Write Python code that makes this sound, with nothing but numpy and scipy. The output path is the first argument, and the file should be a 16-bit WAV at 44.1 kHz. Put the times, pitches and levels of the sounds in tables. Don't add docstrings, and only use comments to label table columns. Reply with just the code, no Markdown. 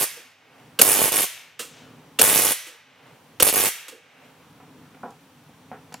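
import sys
import numpy as np
from scipy import signal
from scipy.io import wavfile
from scipy.ndimage import uniform_filter1d

SR = 44100
rng = np.random.default_rng(int(sys.argv[2]) if len(sys.argv) > 2 else 0)


def decibels_to_gain(level_db):
    exponent = np.asarray(level_db, float) / 20
    return 10 ** exponent


def unload_audio(sound):
    columns = np.transpose(np.atleast_2d(sound))
    steps = np.round(np.clip(columns, -1, 1) * 32767)
    wavfile.write(sys.argv[1], SR, steps.astype(np.int16))


N = 264585
LEAD = 3 * SR // 10
DUCK_DB = -16.5


def evened(x):
    return x / np.sqrt(np.mean(x ** 2) + 1e-20)


def read(points, hz):
    f, value = np.transpose(points)
    return np.interp(np.log(hz + 1), np.log(f + 1), value)


def add(mix, start_s, sound):
    part = mix[round(start_s * SR):][:len(sound)]
    part += sound[:len(part)]


# frequency in Hz, difference in dB.
PORT_LEAN = [(60, -19.5), (180, -12), (550, -6), (1650, -3.5), (4970, -3.5), (15000, -5)]


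def causal(points, lean=0):
    hz = abs(np.fft.fftfreq(4096, 1 / SR))
    log_gain = np.log(decibels_to_gain(np.maximum(read(points, hz), -100)))
    log_energy = np.log(np.mean(np.exp(2 * log_gain)))
    log_gain += np.log(decibels_to_gain(lean * read(PORT_LEAN, hz))) - log_energy / 2
    pulse = np.fft.ifft(np.exp(np.conj(signal.hilbert(log_gain)))).real
    return pulse[:2048] * np.hanning(4096)[2048:]


def dying_noise(t60_s, rise_s):
    t = np.arange(round(.4 * SR)) / SR
    decay = decibels_to_gain(-60 * t / max(t60_s, .002))
    return rng.standard_normal(len(t)) * decay * np.minimum(t / max(rise_s, 1e-4), 1)


# frequency in Hz, density in dB per Hz.
AIR_SPECTRUM = [(25, -42), (60, -21.5), (110, -9.5), (155, -0.5), (200, -14.5), (260, -1.5), (340, -17),
                (470, -11), (620, -19), (830, -13.5), (1650, -21), (3200, -23.5), (5000, -30),
                (16000, -35.5)]
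# frequency in Hz, correlation.
AIR_LIKENESS = [(60, 0.92), (180, 1), (550, 0.93), (1650, 0.9), (4970, 0.41), (15000, 0.19)]
# time in seconds, level in dB.
RUMBLE_SWELL = [(0, 1), (.7, -0.5), (1.749, 3), (2.201, -0.5), (3.299, -2), (4.3, -2.5), (4.9, 2),
                (5.3, -3), (6, 1.5)]
# frequency in Hz, level in dB rms.
CAMERA_WHINE = [(5701, -76), (6300, -85), (9900, -78.5), (11698, -88.5), (12301, -89), (14853, -82.5),
                (15149, -90.5), (15299, -85), (15450, -87.5)]


def room_noise():
    frames, hz, t = N // 512 + 5, np.fft.rfftfreq(2048, 1 / SR), np.arange(N) / SR
    a, b, c, d, patches = rng.standard_normal((frames, 1025, 5)).T
    patches = uniform_filter1d(patches, size=16, axis=0)
    patches = evened(uniform_filter1d(patches, size=7, axis=1))
    swell_db = np.interp(np.arange(frames) * 512 / SR, *np.transpose(RUMBLE_SWELL))
    drift_db = swell_db / (1 + (hz[:, None] / 1500) ** 2)
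    patch_db = (0.3 + 1.6 / (1 + (hz[:, None] / 1200) ** 2)) * patches

    same = np.clip(read(AIR_LIKENESS, hz), -1, 1)[:, None]
    left = a + 1j * b
    right = same * left + np.sqrt(1 - same ** 2) * (c + 1j * d)
    z = np.array([left, right]) * decibels_to_gain(read(AIR_SPECTRUM, hz)[:, None] + patch_db + drift_db)
    air = decibels_to_gain(-51.5) * evened(signal.istft(z, nperseg=2048, noverlap=1536)[1][:, :N])
    whine = sum(decibels_to_gain(db + 1.0) * np.sin(2 * np.pi * (f * t + rng.random())) for f, db in CAMERA_WHINE)
    return air + whine


# frequency in Hz, t60 in seconds.
WALL_T60 = [(150, .25), (450, 2.3), (1000, 1.26), (2000, 0.92), (3500, 0.78), (6000, 0.62), (10000, 0.39),
            (15000, 0.47)]
# frequency in Hz, level in dB.
WALL_LEVEL = [(150, -38.5), (450, -23), (1000, -13.5), (2000, 1), (3500, 0.5), (6000, 2), (10000, -4.5),
              (15000, -7.5)]
# frequency in Hz, level in dB.
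BENCH_ECHO = [(150, -38.5), (600, -30), (1500, -28.5), (3000, -25), (6000, -22.5), (10500, -26),
              (15000, -28.5)]


def workshop(x):
    length, first_echo_samples, turns_hz = 3 * SR // 2, 60, 48.0
    noise = rng.standard_normal((3, 2, length)) * (np.arange(length) > first_echo_samples)
    hz, t, z = signal.stft(noise, SR, nperseg=256)
    z[:, 1] = 0.69 * z[:, 0] + 0.18 * z[:, 1]
    t60_s = np.maximum(read(WALL_T60, hz), .03)[:, None]
    late = decibels_to_gain(read(WALL_LEVEL, hz)[:, None] - 60 * t / t60_s) / np.sqrt(t60_s * 4500)
    early = decibels_to_gain(read(BENCH_ECHO, hz)[:, None] - 60 * t / 0.09)
    tails = signal.istft(z * (late + early), SR, nperseg=256)[1]
    turn = 2 * np.pi * (np.arange(x.shape[1]) / SR * turns_hz + np.arange(3)[:, None, None] / 3)
    shares = x * np.sqrt((1 + np.cos(turn)) / 3)
    return signal.fftconvolve(shares, tails, axes=2).sum(0)[:, :x.shape[1]]


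# start in seconds, peak in dB, t60 in seconds, top frequency in Hz.
BENCH_KNOCKS = [
    (4.601, -38.5, 0.49, 2540),
    (4.945, -41, 0.059, 2980),
    (4.97, -43, 0.066, 2200),
    (5.032, -24, 0.24, 1300),
    (5.096, -57.5, 0.17, 1200),
    (5.492, -45, 0.11, 700),
    (5.715, -25.5, 0.27, 2120),
    (5.922, -32.5, 0.14, 6000),
    (5.943, -25.5, 0.037, 2980),
]
# frequency in Hz, width in Hz, gain in dB.
BENCH_MODES = [(249, 50, -1.5), (469, 110, -1.5), (754, 123, 2), (970, 60, -6), (1320, 140, -6.5),
               (1630, 56, -11), (2230, 77, -16)]
# start in seconds, peak in dB, t60 in seconds.
BUTTON_TICKS = [
    (5.106, -57, .02),
    (5.926, -48, 0.0072),
    (5.9415, -31, 0.0055),
]
# frequency in Hz, density in dB per Hz.
TICK_SPECTRUM = [(1200, -37), (2000, -13), (4650, 1), (6900, 0), (11500, -5), (13300, -24), (14800, -1),
                 (16000, -12)]


def knocks():
    out = np.zeros(N)
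    for start_s, peak_db, t60_s, top_hz in BENCH_KNOCKS:
        blow = dying_noise(t60_s, 0.00018) + 1.93 * dying_noise(0.019, 0.00018)
        push = signal.lfilter(*signal.butter(4, min(top_hz, 15000), fs=SR), blow)
        body = 0
        for hz, width_hz, gain_db in BENCH_MODES:
            peak = signal.iirpeak(hz, hz / max(width_hz, 30), SR)
            body = body + decibels_to_gain(gain_db) * signal.lfilter(*peak, push)
        add(out, start_s, decibels_to_gain(peak_db) * body / abs(body).max())
    for start_s, peak_db, t60_s in BUTTON_TICKS:
        tick = signal.fftconvolve(dying_noise(t60_s, 0.00029), causal(TICK_SPECTRUM))
        add(out, start_s, decibels_to_gain(peak_db + 9.0) * tick)
    return out


# start in seconds, peak in dB, housing ring in dB, rise in seconds,
# t60 of the rattle in seconds.
CONTACTOR_BLOWS = [
    (0.167, -31, 3.5, 0.0016, 0.2),
    (0.788, -10.5, -4, 0.0041, 0.083),
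    (1.591, -12.5, -7, .003, 0.19),
    (2.187, -6.5, -4.5, 0.0056, 0.061),
    (2.665, -25, -4, 0.0025, 0.26),
    (3.398, -7.5, -5, .004, 0.042),
    (3.881, -18.5, -8, .0015, 0.12),
    (3.912, -33, 7.5, 0.0037, 0.3),
]
# frequency in Hz, density in dB per Hz.
CLACK_SPECTRUM = [(100, -51), (250, -36), (500, -30.5), (1300, -3), (2000, -10), (2900, -3.5), (5000, -9.5),
                  (8000, -5.5), (12000, -10.5), (16000, -17.5)]
# frequency in Hz, level in dB, t60 in seconds.
HOUSING_MODES = [(356, -7.5, 0.049), (397, -10, 0.022), (468, 3.5, 0.08), (501, -5.5, 0.09),
                 (1320, -13.5, 0.03), (1687, -15, 0.023), (2840, -0.5, 0.019), (3200, -13, 0.02)]


def contactor():
    out, blows, t = np.zeros(N), np.zeros(N), np.arange(4000) / SR
    modes = np.array([decibels_to_gain(db - 60 * t / t60_s) * np.sin(2 * np.pi * hz * t) for hz, db, t60_s in HOUSING_MODES])
    heavy = np.transpose(HOUSING_MODES)[0] < 600
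    heavy_ring, bright_ring = modes[heavy].sum(0), modes[~heavy].sum(0)
    snap = causal(CLACK_SPECTRUM)
    for start_s, db, ring_db, rise_s, t60_s in CONTACTOR_BLOWS:
        rattle = dying_noise(t60_s, rise_s)
        rattle *= np.minimum(np.arange(len(rattle)) / SR / max(rise_s, 1e-4), 1)
        seat = np.r_[6., .7 * rattle]
        thud = signal.fftconvolve(seat, heavy_ring)
        ping = signal.fftconvolve(seat, bright_ring)
        add(out, start_s, decibels_to_gain(db - 1) * signal.fftconvolve(rattle, snap))
        add(out, start_s + 1.6 * rise_s, decibels_to_gain(db + ring_db - 26.5) * thud)
        add(out, start_s + .45 * rise_s, decibels_to_gain(db + ring_db / 2 - 20) * ping)
        add(blows, start_s + rise_s, decibels_to_gain(db + 14.5) * snap)
    return signal.sosfilt(signal.butter(2, 200, "high", fs=SR, output="sos"), out), blows


def streamer(heat, length):
    t, push_s = np.arange(120) / SR, .00006
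    back_s = 0.00024 + 0.00055 * length
    push = 0.28 * np.exp(-((t - 2 * push_s) / push_s) ** 2)
    suction = 0.56 * .25 * np.exp(-((t - back_s) / .0001) ** 2)
    shared, own = rng.standard_normal(len(t) + 1), rng.standard_normal((2, len(t) + 1))
    branches = signal.lfilter([1, -.8], 1, 0.38 * shared + 0.2 * own)[:, 1:]
    return heat * push - heat * suction + branches * np.exp(-t / 0.00052)


# first spark in seconds, last spark in seconds.
COIL_BURSTS = [
    (-.25, .043),
    (.8145, 1.243),
    (2.2142, 2.526),
    (3.4245, 3.689),
]
# level at switch-on in dB, fading as the gap warms in dB per second,
# switch-on row against the rest in dB.
BURST_STRENGTH = [
    (-16, -16, -8.5),
    (-16, -8.5, 1.5),
    (-15, -13, -3),
    (-15, -18.5, -4.5),
]
# start in seconds, end in seconds.
GAP_STALLS = [
    (1.094, 1.115),
    (3.506, 3.526),
]
FIRING_SAG_DB = [3, 1.5, -1, -3]


def sparks():
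    half_wave_s, fire_at_s = .01, .0067
    wait_s = np.array([.0002, .0016, .0018, .0015])
    wait_spread_s = np.array([.002, .0017, .001, .001])
    falter_s, falter_db = 0.021, -2.5
    inrush_fall_db_per_s, inrush_push = 700, 0.66

    starts_s = np.arange(-26, N // 441) * half_wave_s + fire_at_s
    draw = rng.random((len(starts_s), 2, 4))
    waits_s = wait_s + wait_spread_s * draw[:, 0]
    s = (starts_s[:, None] + np.cumsum(waits_s, axis=1)).ravel()
    fires = (draw[:, 1] < [1, .9, .5, .1]).ravel()
    sag_db = np.tile(FIRING_SAG_DB, len(starts_s)) * 1.
    for a, b in GAP_STALLS:
        fires &= (s < a) | (s > b)
        sag_db += falter_db * np.clip(1 - (a - s) / falter_s, 0, 1) * (s < a)

    out = np.zeros((2, LEAD + N))
    for (first, last), (start_db, fade_db_per_s, boost_db) in zip(COIL_BURSTS, BURST_STRENGTH):
        inrush = first + np.arange(9) * 0.0011 + 0.00091 * np.r_[0, rng.random(8)]
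        inrush_db = boost_db - inrush_fall_db_per_s * (inrush - first)
        running = fires & (s > first + .011) & (s < last)
        times = np.r_[s[running], inrush]
        level_db = start_db + fade_db_per_s * (times - first) + np.r_[sag_db[running], inrush_db] + 11.5
        heats = np.r_[np.ones(running.sum()), inrush_push * np.ones(len(inrush))]
        for at, db, heat in zip(times, level_db, heats):
            size, side = rng.standard_normal(2)
            shock = streamer(heat, rng.random())
            for port, sign in enumerate((1, -1)):
                delay_s = sign * (.000007 * side - .000006)
                port_db = db - DUCK_DB + 2.24 * size + 0.91 * sign * side
                add(out[port], at + LEAD / SR + delay_s, decibels_to_gain(port_db) * shock[port])
    return out


def ducking():
    react_s, fall_s, hold_s, recover_s = .0075, 0.0011, .32, .235
    corners = []
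    for first, last in COIL_BURSTS:
        corners += [(first + react_s, 0), (first + react_s + fall_s, DUCK_DB)]
        corners += [(last + hold_s, DUCK_DB), (last + hold_s + recover_s, 0)]
    return decibels_to_gain(np.interp(np.arange(N) / SR, *np.transpose(corners)))


# frequency in Hz, density in dB per Hz.
SPARK_SPECTRUM = [(30, -48.5), (60, -8.5), (100, -10.5), (200, -5), (450, -3.5), (750, -8.5), (1200, -11.5),
                  (1800, -12.5), (2900, -10), (4300, -14), (7000, -13), (10500, -5.5), (13000, -9),
                  (16000, -20.5)]


def scene():
    ports = [causal(SPARK_SPECTRUM, 0.25), causal(SPARK_SPECTRUM, -0.74)]
    coil = signal.oaconvolve(sparks(), ports, axes=1)[:, :LEAD + N]
    rattles, blows = contactor()
    bench = knocks()
    echoes = workshop(coil + np.pad(blows + 0.27 * bench, (LEAD, 0)))
    near = rattles * decibels_to_gain([[-1.5], [1.5]]) + bench * decibels_to_gain([[-.3], [.3]])
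    return (coil + echoes)[:, LEAD:] + near + room_noise()


def roll_off(x):
    return signal.sosfilt(signal.butter(12, 16450, fs=SR, output="sos"), x)


def record(dry):
    t = np.arange(N) / SR
    hum = decibels_to_gain(-74 - 0.5 * t) * np.sin(2 * np.pi * 99 * t)
    loaded = np.clip(dry * ducking() + hum, -1, 1)
    band = signal.sosfilt(signal.butter(2, 70, "high", fs=SR, output="sos"), loaded)
    low_pass = signal.firwin(255, 15900, window=("kaiser", 8), fs=SR)
    edged = signal.oaconvolve(band, low_pass[None], "same")
    return roll_off(np.clip(edged, -1, 1))


dry = scene()
out = record(dry)
unload_audio(out)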